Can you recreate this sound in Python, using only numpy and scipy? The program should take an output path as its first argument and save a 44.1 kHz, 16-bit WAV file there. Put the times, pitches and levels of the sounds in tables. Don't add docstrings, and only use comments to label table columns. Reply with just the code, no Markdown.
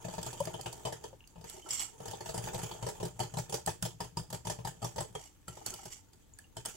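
import sys
import numpy as np
from scipy import signal
from scipy.fft import rfft, irfft
from scipy.io import wavfile
from scipy.ndimage import uniform_filter1d

SR = 44100
rng = np.random.default_rng(int(sys.argv[2]) if len(sys.argv) > 2 else 0)


def int16_out(signal):
    q = np.round(np.clip(np.atleast_2d(signal).T, -1, 1) * 32767)
    wavfile.write(sys.argv[1], SR, q.astype(np.int16))


N = 298116
TIME = np.arange(N) / SR
RING = np.arange(8192) / SR
BINS = np.fft.rfftfreq(len(RING), 1 / SR)

# start_s, force_db, bareness, thud_db
KNOCKS = [(.048, -37, 0.1, -38.5), (.083, -39.5, 0, -42), (0.136, -39.5, .2, -45), (.18, -35, 0.02, -38),
          (.229, -39.5, 0.74, -50), (.263, -35, 0.36, -40), (.329, -40, 0.4, -49), (.402, -37, 0.55, -38.5),
          (.453, -41, 0.68, -46), (0.471, -34.5, 0.01, -44), (.54, -36.5, 0.12, -43.5),
          (.593, -42, 0, -49.5), (.611, -46.5, 0.97, -58), (0.659, -32.5, 0.23, -42),
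          (0.727, -41.5, 0.55, -64), (.851, -31, 0.17, -39), (.869, -35, 0, -67), (.924, -35.5, .25, -47),
          (1.039, -38, 0.15, -57), (1.128, -56.5, 0, -58), (1.274, -59.5, 1, -69), (1.357, -53, 0, -52),
          (1.379, -57, 0.1, -47.5), (1.41, -51, 0.23, -50), (1.441, -43.5, 0.21, -52),
          (1.497, -46, 0.92, -77), (1.689, -46, 0.8, -57), (1.704, -62, 1, -66), (2.002, -44.5, 0, -48),
          (2.055, -39.5, 0.28, -51), (2.08, -39.5, 0.4, -45), (2.111, -39, 0.4, -57),
          (2.133, -38.5, 0, -51), (2.206, -37.5, 0.17, -50), (2.258, -37.5, 0.25, -48),
          (2.29, -34.5, .2, -44), (2.342, -33, 0.22, -41), (2.377, -33.5, 0.39, -36),
          (2.439, -39, 0.5, -41.5), (2.472, -37, 0, -43), (2.544, -34.5, .25, -39),
          (2.59, -39.5, 0.26, -42.5), (2.631, -35.5, 0.34, -37.5), (2.712, -37, .2, -49),
          (2.825, -36, 0.23, -37.5), (3.662, -39.5, 1, -44.5), (4.587, -45, 0, -40),
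          (5.151, -35, 0.1, -46.5), (5.481, -41.5, 0.51, -44.5), (5.569, -45.5, 0.11, -58),
          (5.662, -34.5, 0.82, -54), (5.704, -41, 0.74, -66), (5.738, -41, 0.64, -57),
          (5.854, -41.5, 0.41, -50), (6.132, -58.5, 0.62, -77), (6.387, -55, 1, -80),
          (6.567, -37, 0.34, -45), (6.651, -39.5, .5, -54), (6.657, -35, 0.78, -66)]
# blow_s, force_db, bareness, thud_db, clonk_centre_hz, graze_before_s, rebound_after_s, rebound_db
STROKES = [(2.865, -33, 0.068, -44, 650, 0.00074, 0.022, -1.5),
           (3.028, -32.5, 0.033, -34.5, 610, 0.028, .024, -4),
           (3.201, -27.5, 0.17, -36, 726, .009, 0.031, -11),
           (3.37, -32.5, 0.16, -33.5, 720, 0.032, 0.014, -0.5),
           (3.524, -32, 0.33, -43, 610, 0.029, 0.017, 4),
           (3.673, -27.5, 0.13, -40, 770, 0.000047, 0.018, -8),
           (3.825, -34, 0.73, -35.5, 626, 0.00061, .026, 2),
           (4.004, -32.5, 0.19, -42.5, 890, 0.00052, 0.038, -11),
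           (4.17, -31, 0.23, -35.5, 790, 0, 0.026, -17), (4.327, -35, 0.38, -39, 754, .025, .017, -2),
           (4.469, -32, .25, -37, 750, .018, 0.029, 2.5), (4.649, -34.5, .15, -37.5, 780, 0.0013, 0.023, 1),
           (4.826, -35, 0.13, -37.5, 803, .008, 0.018, 3),
           (4.981, -31, 0.088, -37.5, 660, 0.021, 0.024, -0.5)]
# pitch_hz, level_db, fall_by_60db_s, left_minus_right_db, left_lead_rad
WHISK_MODES = [(311, -5.5, 0.13, -3, -0.9), (355.7, 0.5, 0.13, -4.5, -0.4),
               (416.6, -5.5, 0.096, -17.5, 0.1), (458.6, 2, 0.12, 3.5, -2.5), (531, -7.5, 0.05, -21, 3.5),
               (598.5, -12.5, 0.21, 8.5, 2), (650, -1, 0.056, 13.5, 1.4), (780, -4, 0.05, 17.5, 1.2),
               (846.4, -2, 0.056, -1.5, -0.35), (912.6, 4, 0.055, 7.5, -0.7), (1003, -6, 0.081, 15.5, 2.4),
               (1170, 0.5, 0.047, -5.5, -2), (1278, -3.5, 0.056, -5, 0.2), (1640, -19, 0.068, 6, 10),
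               (1800, 4.5, 0.037, -1, 4.5)]
COUNTER_MODES = [(66, -10.5, 0.15, 10, .05), (119.7, 3.5, 0.15, 4.5, 0.048), (163.9, 4, 0.11, 7, 0.12),
                 (180, -42.5, 0.092, -12, .1)]
# pitch_hz, width_hz, above_broad_sound_db
WIRES = [(3060, 92, 0.5), (4500, 47, 7), (4850, 210, 0), (5250, 160, -3), (5890, 300, -0.5),
         (7680, 310, -1), (8320, 340, -0.5), (9270, 330, 1), (10130, 100, 6.5)]
# pitch_hz, relative_level_db
TICK = [(500, -4.5), (1200, -5), (1700, 2), (2300, -4.5), (3300, 5), (3900, -3), (4700, 3.5), (6500, 1),
        (8000, 3.5), (10500, -1.5), (13000, -6), (16000, -11)]
# pitch_hz, left_minus_right_db
TREBLE_BALANCE = [(1200, 0.5), (2800, 2), (3300, -2), (4000, -2), (5200, -2), (6200, -4.5), (7200, -20.5),
                  (8100, -3), (9500, 1), (16000, -2.5)]
# start_s, pitch_hz, level_db, fall_by_60db_s
PINGS = [(.54, 3040, -42.5, 0.035), (0.852, 3050, -38, 0.084), (1.206, 2790, -45.5, 0.02),
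         (1.241, 2790, -47.5, 0.017), (1.623, 3080, -50.5, 0.08), (1.707, 7420, -26, .053),
         (1.707, 5330, -27.5, 0.029), (3.827, 1470, -34.5, 0.026), (4.171, 4840, -33.5, 0.035),
         (5.152, 3240, -38, 0.061), (5.48, 1353, -39.5, 0.043), (5.48, 7560, -38, 0.035),
         (5.482, 3060, -51, .08), (5.663, 4500, -36.5, 0.044), (6.337, 7000, -43.5, 0.02),
         (6.39, 1690, -45.5, .034), (6.442, 2820, -56, 0.082), (6.569, 3096, -45, 0.061)]
# start_s, pitch_hz, relative_level_db, length_s
GULPS = [(0.4033, 567, -27.5, 0.027), (1.128, 538, -50, 0.02)]
# multiple_of_pitch, relative_level_db, share_of_length
POCKET = [(1, 0, 0.99), (1.69, -3, 0.48)]
# time_s, relative_effort_db
EFFORT = [(0, -53.5), (.15, -52), (.7, -54.5), (1.0, -59.5), (1.27, -71), (1.41, -65), (1.62, -63),
          (1.93, -63.5), (2.1, -50), (2.19, -58), (2.52, -43.5), (2.8, -52), (3.15, -61), (3.42, -61),
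          (3.6, -73.5), (5.0, -62.5), (5.4, -72), (6.76, -72.5)]
# pitch_hz, relative_level_db
CRACKLE = [(500, 3), (1200, 2.5), (2200, 0), (3200, 4), (3900, -8), (5000, -2.5), (7000, 1.5), (9000, -7),
           (12000, -9.5), (16000, -15)]
# start_s, length_s, relative_pressure_db, chatter_db
DRAGS = [(1.459, 0.13, -53, -59.5), (1.638, 0.031, -54.5, -52.5), (1.684, 0.12, -40, -63),
         (1.786, 0.03, -44, -49.5), (5.172, 0.091, -56, -66), (5.496, 0.16, -58, -57),
         (5.651, 0.23, -55, -54.5), (5.899, 0.032, -47.5, -58.5), (6.68, 0.13, -56, -65)]
# pitch_hz, relative_level_db
RASP = [(500, -1), (1200, 4), (1750, -2.5), (2200, 8.5), (2600, -8), (3500, 1.5), (3900, -6), (4600, -2.5),
        (7000, -2.5), (9000, -1), (12000, -0.5), (16000, -10)]
# pitch_hz, width_hz, above_broad_sound_db
RUBBED = [(2914, 86, 20), (4660, 140, 12.7), (5250, 120, 13), (5790, 130, 17.5), (6750, 320, 12.5),
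          (8160, 250, 5.1), (8900, 330, 9.1), (9600, 300, 6.8)]
# pitch_hz, level_db, fall_by_60db_s, left_minus_right_db, left_lead_rad
SINGING = [(3270, -10, 0.073, 4, 0.52), (4300, -6, 0.037, 2, -0.47), (5670, 0, 0.028, 3, 1),
           (5740, -5, 0.018, -14, 0.26), (7620, -0.5, 0.071, -21, 0.59), (7840, 1, 0.061, -9, -1.2)]
# pitch_hz, fall_by_60db_s
KITCHEN = [(100, 0.39), (700, 0.079), (2000, 0.22), (7000, 0.25), (15000, 0.18)]
# pitch_hz, relative_level_db
HUSH = [(12, -34), (20, -7), (74, -2.5), (222, -16), (301, -13), (347, -20), (976, -46), (1060, -29),
        (1400, -32.5), (7310, -37.5), (11800, -37.5), (16000, -38)]
# pitch_hz, likeness (0-1)
HUSH_SAME = [(30, 0.56), (150, 0.52), (600, 0.16), (2000, 0.093), (16000, .05)]

COATED_TICK_DB, BARE_TICK_DB, BARE_CLONK_DB, BARE_BRIGHTER = -12.5, 14.5, -13.5, 0.44
STIR_TICK_HZ, BEAT_TICK_HZ, STIR_CLONK_HZ = 4970, 5280, 660
GRAZE_DB, GRAZE_BARER, GRAZE_THUD_DB = -7, 0.084, -7.5
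REBOUND_BARENESS, REBOUND_THUD_DB = 0.31, -5.5
ROCK_BACK_S, ROCK_BACK_DB = 0.12, -19.5
DRAG_ATTACK_S, DRAG_RELEASE_S = 0.025, 0.031
HUSH_DB = -62.5
EDGE_HZ = 15900


def knocks(clonk_db=-3.0, thud_db=-2.5, brightening=4.6, crack_db=-8, bare_db=20):
    ticks, body = np.zeros((2, N)), np.zeros((2, N))
    wires = colour(TICK, WIRES)
    for s, tick_level, tick_hz, clonk_level, clonk_hz, thud_level in contacts():
        brightness = np.log(tick_hz / 6200)
        tilt = (np.clip(BINS, 2500, 11000) / 6000) ** (brightening * brightness)
        dwell = amp(np.clip(clonk_level - tick_level, -12, 5) - 5.0)
        tick = burst(wires * tilt, fall_s=0.0077 * dwell, tail_db=3.0, tail_s=0.018 * dwell,
                     rise_s=0.0012, patchy_db=4.5)
        crack = burst(wires * BINS, fall_s=0.0026, tail_db=-22, tail_s=0.01, rise_s=0.00071, patchy_db=3.5)
        crack_level = tick_level + crack_db + bare_db * brightness
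        add(ticks, s, amp(tick_level) * tick / rms(tick[:, :SR // 100]))
        add(ticks, s, amp(crack_level) * crack / rms(crack[:, :SR // 100]))

        middle, low = clonk(clonk_hz), thud()
        add(body, s, amp(clonk_level + clonk_db) * middle / rms(middle[:, :SR // 70]))
        add(body, s, amp(thud_level + thud_db) * low / rms(low[:, :SR // 50]))
    return ticks, body


def contacts():
    touches = [contact(*knock, STIR_TICK_HZ, STIR_CLONK_HZ) for knock in KNOCKS]
    for s, force_db, bare, thud_db, clonk_hz, graze_s, rebound_s, rebound_db in STROKES:
        blow = (s, force_db, bare, thud_db)
        rebound = (s + rebound_s, force_db + rebound_db, REBOUND_BARENESS, thud_db + REBOUND_THUD_DB)
        stroke = [blow, rebound]
        if graze_s > 0:
            graze = (s - graze_s, force_db + GRAZE_DB, bare + GRAZE_BARER, thud_db + GRAZE_THUD_DB)
            stroke.insert(0, graze)
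        touches += [contact(*touch, BEAT_TICK_HZ, clonk_hz) for touch in stroke]
    return touches


def contact(s, force_db, bare, thud_db, tick_hz, clonk_hz):
    bare = np.clip(bare, 0, 1)
    tick_db = force_db + COATED_TICK_DB + BARE_TICK_DB * bare
    bright_hz = tick_hz * (1 + BARE_BRIGHTER * bare)
    clonk_db = force_db + BARE_CLONK_DB * bare
    return s, tick_db, bright_hz, clonk_db, clonk_hz, thud_db


def clonk(centre_hz, octaves=0.51, detune=0.021):
    distance = np.log2(np.array(WHISK_MODES)[:, 0] / centre_hz) / octaves
    favour = 1 / (1 + distance ** 2)
    real, imaginary, shift = rng.standard_normal((3, len(WHISK_MODES)))
    return ring(WHISK_MODES, favour * (real + 1j * imaginary), 1 + detune * shift, rise_s=0.0028)


def thud(vary_db=3, detune=0.053):
    share, shift = rng.standard_normal((2, len(COUNTER_MODES)))
    return ring(COUNTER_MODES, amp(vary_db * share), 1 + detune * shift, rise_s=0.0063)


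def rock_back():
    out = np.zeros((2, N))
    for s, _, _, thud_db, *_ in STROKES:
        low = thud()
        add(out, s + ROCK_BACK_S, amp(thud_db + ROCK_BACK_DB) * low / rms(low[:, :SR // 50]))
    return out


def batter(crackle_db=-2, churn_db=-2, rock_db=-7, tear_db=-3, slosh_db=-6):
    wet = colour(CRACKLE, WIRES)
    snaps = [burst(wet, fall_s=0.0064, tail_db=-10, tail_s=0.015, rise_s=0.00038, patchy_db=9.0)
             for _ in range(20)]
    crackle = grains([snap / rms(snap) for snap in snaps], per_s=700, spread_db=5)
    jostles = [clonk(hz) for hz in np.geomspace(400, 900, num=12)]
    churn = grains([jostle / rms(jostle) for jostle in jostles], per_s=400, spread_db=2)
    rock = grains([thud() for _ in range(4)], per_s=96, spread_db=2.5)

    stirring = amp(np.interp(TIME, *np.transpose(EFFORT)))
    crackle *= np.hypot(amp(crackle_db) * stirring, amp(tear_db) * follow_through(order=1))
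    churn *= np.hypot(amp(churn_db) * stirring, amp(slosh_db) * follow_through(order=3))
    return crackle, churn + amp(rock_db) * rock * stirring


def follow_through(order, rise_s=0.014, fall_s=0.029, run_in_db=-9, run_in_s=0.0039):
    power, before = np.zeros((1, N)), RING[:SR // 25]
    run_in = amp(run_in_db) * np.exp(-before[::-1] / run_in_s)
    run_on = (1 - np.exp(-RING / rise_s)) * np.exp(-RING / fall_s)
    shape = np.concatenate([run_in, run_on])
    for knock in contacts():
        swell = amp(knock[order]) * shape
        add(power, knock[0] - before[-1], swell[None] ** 2)
    return np.sqrt(power[0])


def sweeps(rasp_db=-2, sing_growth=1.37):
    rubbed = colour(RASP, RUBBED)
    pressure, judder = dragging()
    slips = [burst(rubbed, fall_s=0.003, tail_db=-13, tail_s=0.012, rise_s=0.0004, patchy_db=3.5)
             for _ in range(12)]
    rasp = grains(slips, per_s=600, spread_db=3.5) * pressure

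    count = len(SINGING)
    notes = [ring(SINGING, rng.uniform(0.5, 1.5, count), 1 + 0.012 * rng.standard_normal(count), rise_s=0.0005)
             for _ in range(10)]
    hardest = pressure.max()
    song = grains(notes, per_s=700, spread_db=11.5) * hardest * abs(pressure / hardest) ** sing_growth

    rattles = [clonk(hz, detune=0.08) for hz in np.geomspace(380, 1400, num=6)]
    chatter = grains(rattles, per_s=460, spread_db=9.5) * judder
    return amp(rasp_db) * rasp + song, chatter


def dragging():
    total = np.zeros((2, N))
    for s, length, pressure_db, chatter_db in DRAGS:
        bite = np.clip((TIME - s) / DRAG_ATTACK_S, 0, 1)
        let_go = np.exp(-np.maximum(TIME - s - length, 0) / DRAG_RELEASE_S)
        total += amp([[pressure_db], [chatter_db]]) * bite * let_go
    return total


def tones():
    return pings(), gulps()


def pings():
    out = np.zeros((2, N))
    for s, hz, db, t60 in PINGS:
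        wave = np.sin(2 * np.pi * hz * RING + [[0], [1]])
        rise = 1 - np.exp(-RING / 0.00027)
        add(out, s, amp(db - 60 * RING / t60) * wave * rise)
    return out


def gulps(right_lag_s=0.00011, glide=0.04):
    out = np.zeros((2, N))
    t = RING - np.array([[0], [right_lag_s]])
    for s, hz, db, length in GULPS:
        for ratio, mode_db, share in POCKET:
            age = np.clip(RING / (length * share), 0, 1)
            wave = np.sin(2 * np.pi * hz * ratio * t * (1 + glide * (age - 1)))
            swell = np.sin(np.pi * age ** 0.64)
            add(out, s, amp(db + mode_db + np.array([[3], [-3]])) * swell * wave)
    return out


def kitchen(x):
    hz, t, z = signal.stft(rng.standard_normal((2, SR // 2)), SR, nperseg=256)
    decay = amp(-60 * t / read(KITCHEN, hz)[:, None])
    tail = signal.istft(z * decay, SR, nperseg=256)[1]
    age = np.arange(tail.shape[1]) / SR
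    tail = tail * (1 - np.exp(-(age / 0.0009) ** 2))
    return convolve(x, tail / np.linalg.norm(tail[0]))


def hush():
    hz = np.fft.rfftfreq(N, 1 / SR)
    left, other = rfft(rng.standard_normal((2, N)))
    same = np.clip(read(HUSH_SAME, hz), 0, 1)
    right = same * left + np.sqrt(1 - same ** 2) * other
    air = irfft(np.array([left, right]) * amp(read(HUSH, hz)), N)
    return amp(HUSH_DB) * air / rms(air) * amp([[1.2], [-0.6]])


def burst(gain, fall_s, tail_db, tail_s, rise_s, patchy_db, twist=1.24, twist_hz=2600):
    patches = uniform_filter1d(uniform_filter1d(rng.standard_normal(len(BINS)), size=90), size=60)
    uneven = gain * amp(patchy_db * patches / rms(patches))
    sides = np.outer([0, twist], np.sin(2 * np.pi * BINS / twist_hz))
    phase = 2 * np.pi * rng.random(len(BINS)) + sides + rng.standard_normal(gain.shape)
    cluster = irfft(uneven * np.exp(1j * phase))
    fall = np.exp(-RING / fall_s) + amp(tail_db) * np.exp(-RING / tail_s)
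    return cluster * fall * (1 - np.exp(-RING / rise_s))


def ring(modes, weights, tuning, rise_s):
    hz, db, t60, side_db, lead = np.transpose(modes)
    half = [0.5, -0.5]
    sides = amp(db + np.outer(half, side_db)) * np.exp(1j * np.outer(half, lead)) * weights
    waves = np.exp(np.outer(2j * np.pi * hz * tuning - np.log(1000) / t60, RING))
    return (sides @ waves).imag * (1 - np.exp(-RING / rise_s))


def grains(sounds, per_s, spread_db):
    size = amp(spread_db * np.minimum(rng.exponential(1, N), 3.5))
    happens = rng.random(N) < per_s / SR
    hits = size * rng.choice([-1, 1], N) * happens
    which = rng.integers(0, len(sounds), N)
    out = sum(convolve(hits * (which == k), sound) for k, sound in enumerate(sounds))
    return out / rms(out)


def colour(broad, peaks):
    power = 1 + sum(amp(db) ** 2 / (1 + (2 * (BINS - hz) / width) ** 2) for hz, width, db in peaks)
    balance = np.outer([0.5, -0.5], read(TREBLE_BALANCE, BINS))
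    return np.sqrt(power) * amp(read(broad, BINS) + balance)


def amp(db):
    return 10 ** (np.asarray(db) / 20)


def rms(x):
    return np.sqrt(np.mean(x ** 2) + 1e-20)


def read(points, hz):
    f, value = np.transpose(points)
    return np.interp(np.log(hz + 1), np.log(f), value)


def add(mix, s, sound):
    part = mix[:, max(round(s * SR), 0):][:, :sound.shape[1]]
    part += sound[:, :part.shape[1]]


def convolve(x, response):
    return signal.oaconvolve(np.atleast_2d(x), response, axes=1)[:, :N]


def scene():
    layers = [knocks(), tones(), batter(), sweeps()]
    bright, low = (sum(parts) for parts in zip(*layers))
    low = low + rock_back()
    echo = kitchen(amp(-7.0) * bright + amp(-12.5) * low)
    return bright + low + echo + hush()


def record(dry):
    low_pass = signal.firwin(511, EDGE_HZ, window=("kaiser", 9), fs=SR)
    return signal.oaconvolve(dry, low_pass[None], "same", axes=1)


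dry = scene()
out = record(dry)
int16_out(out)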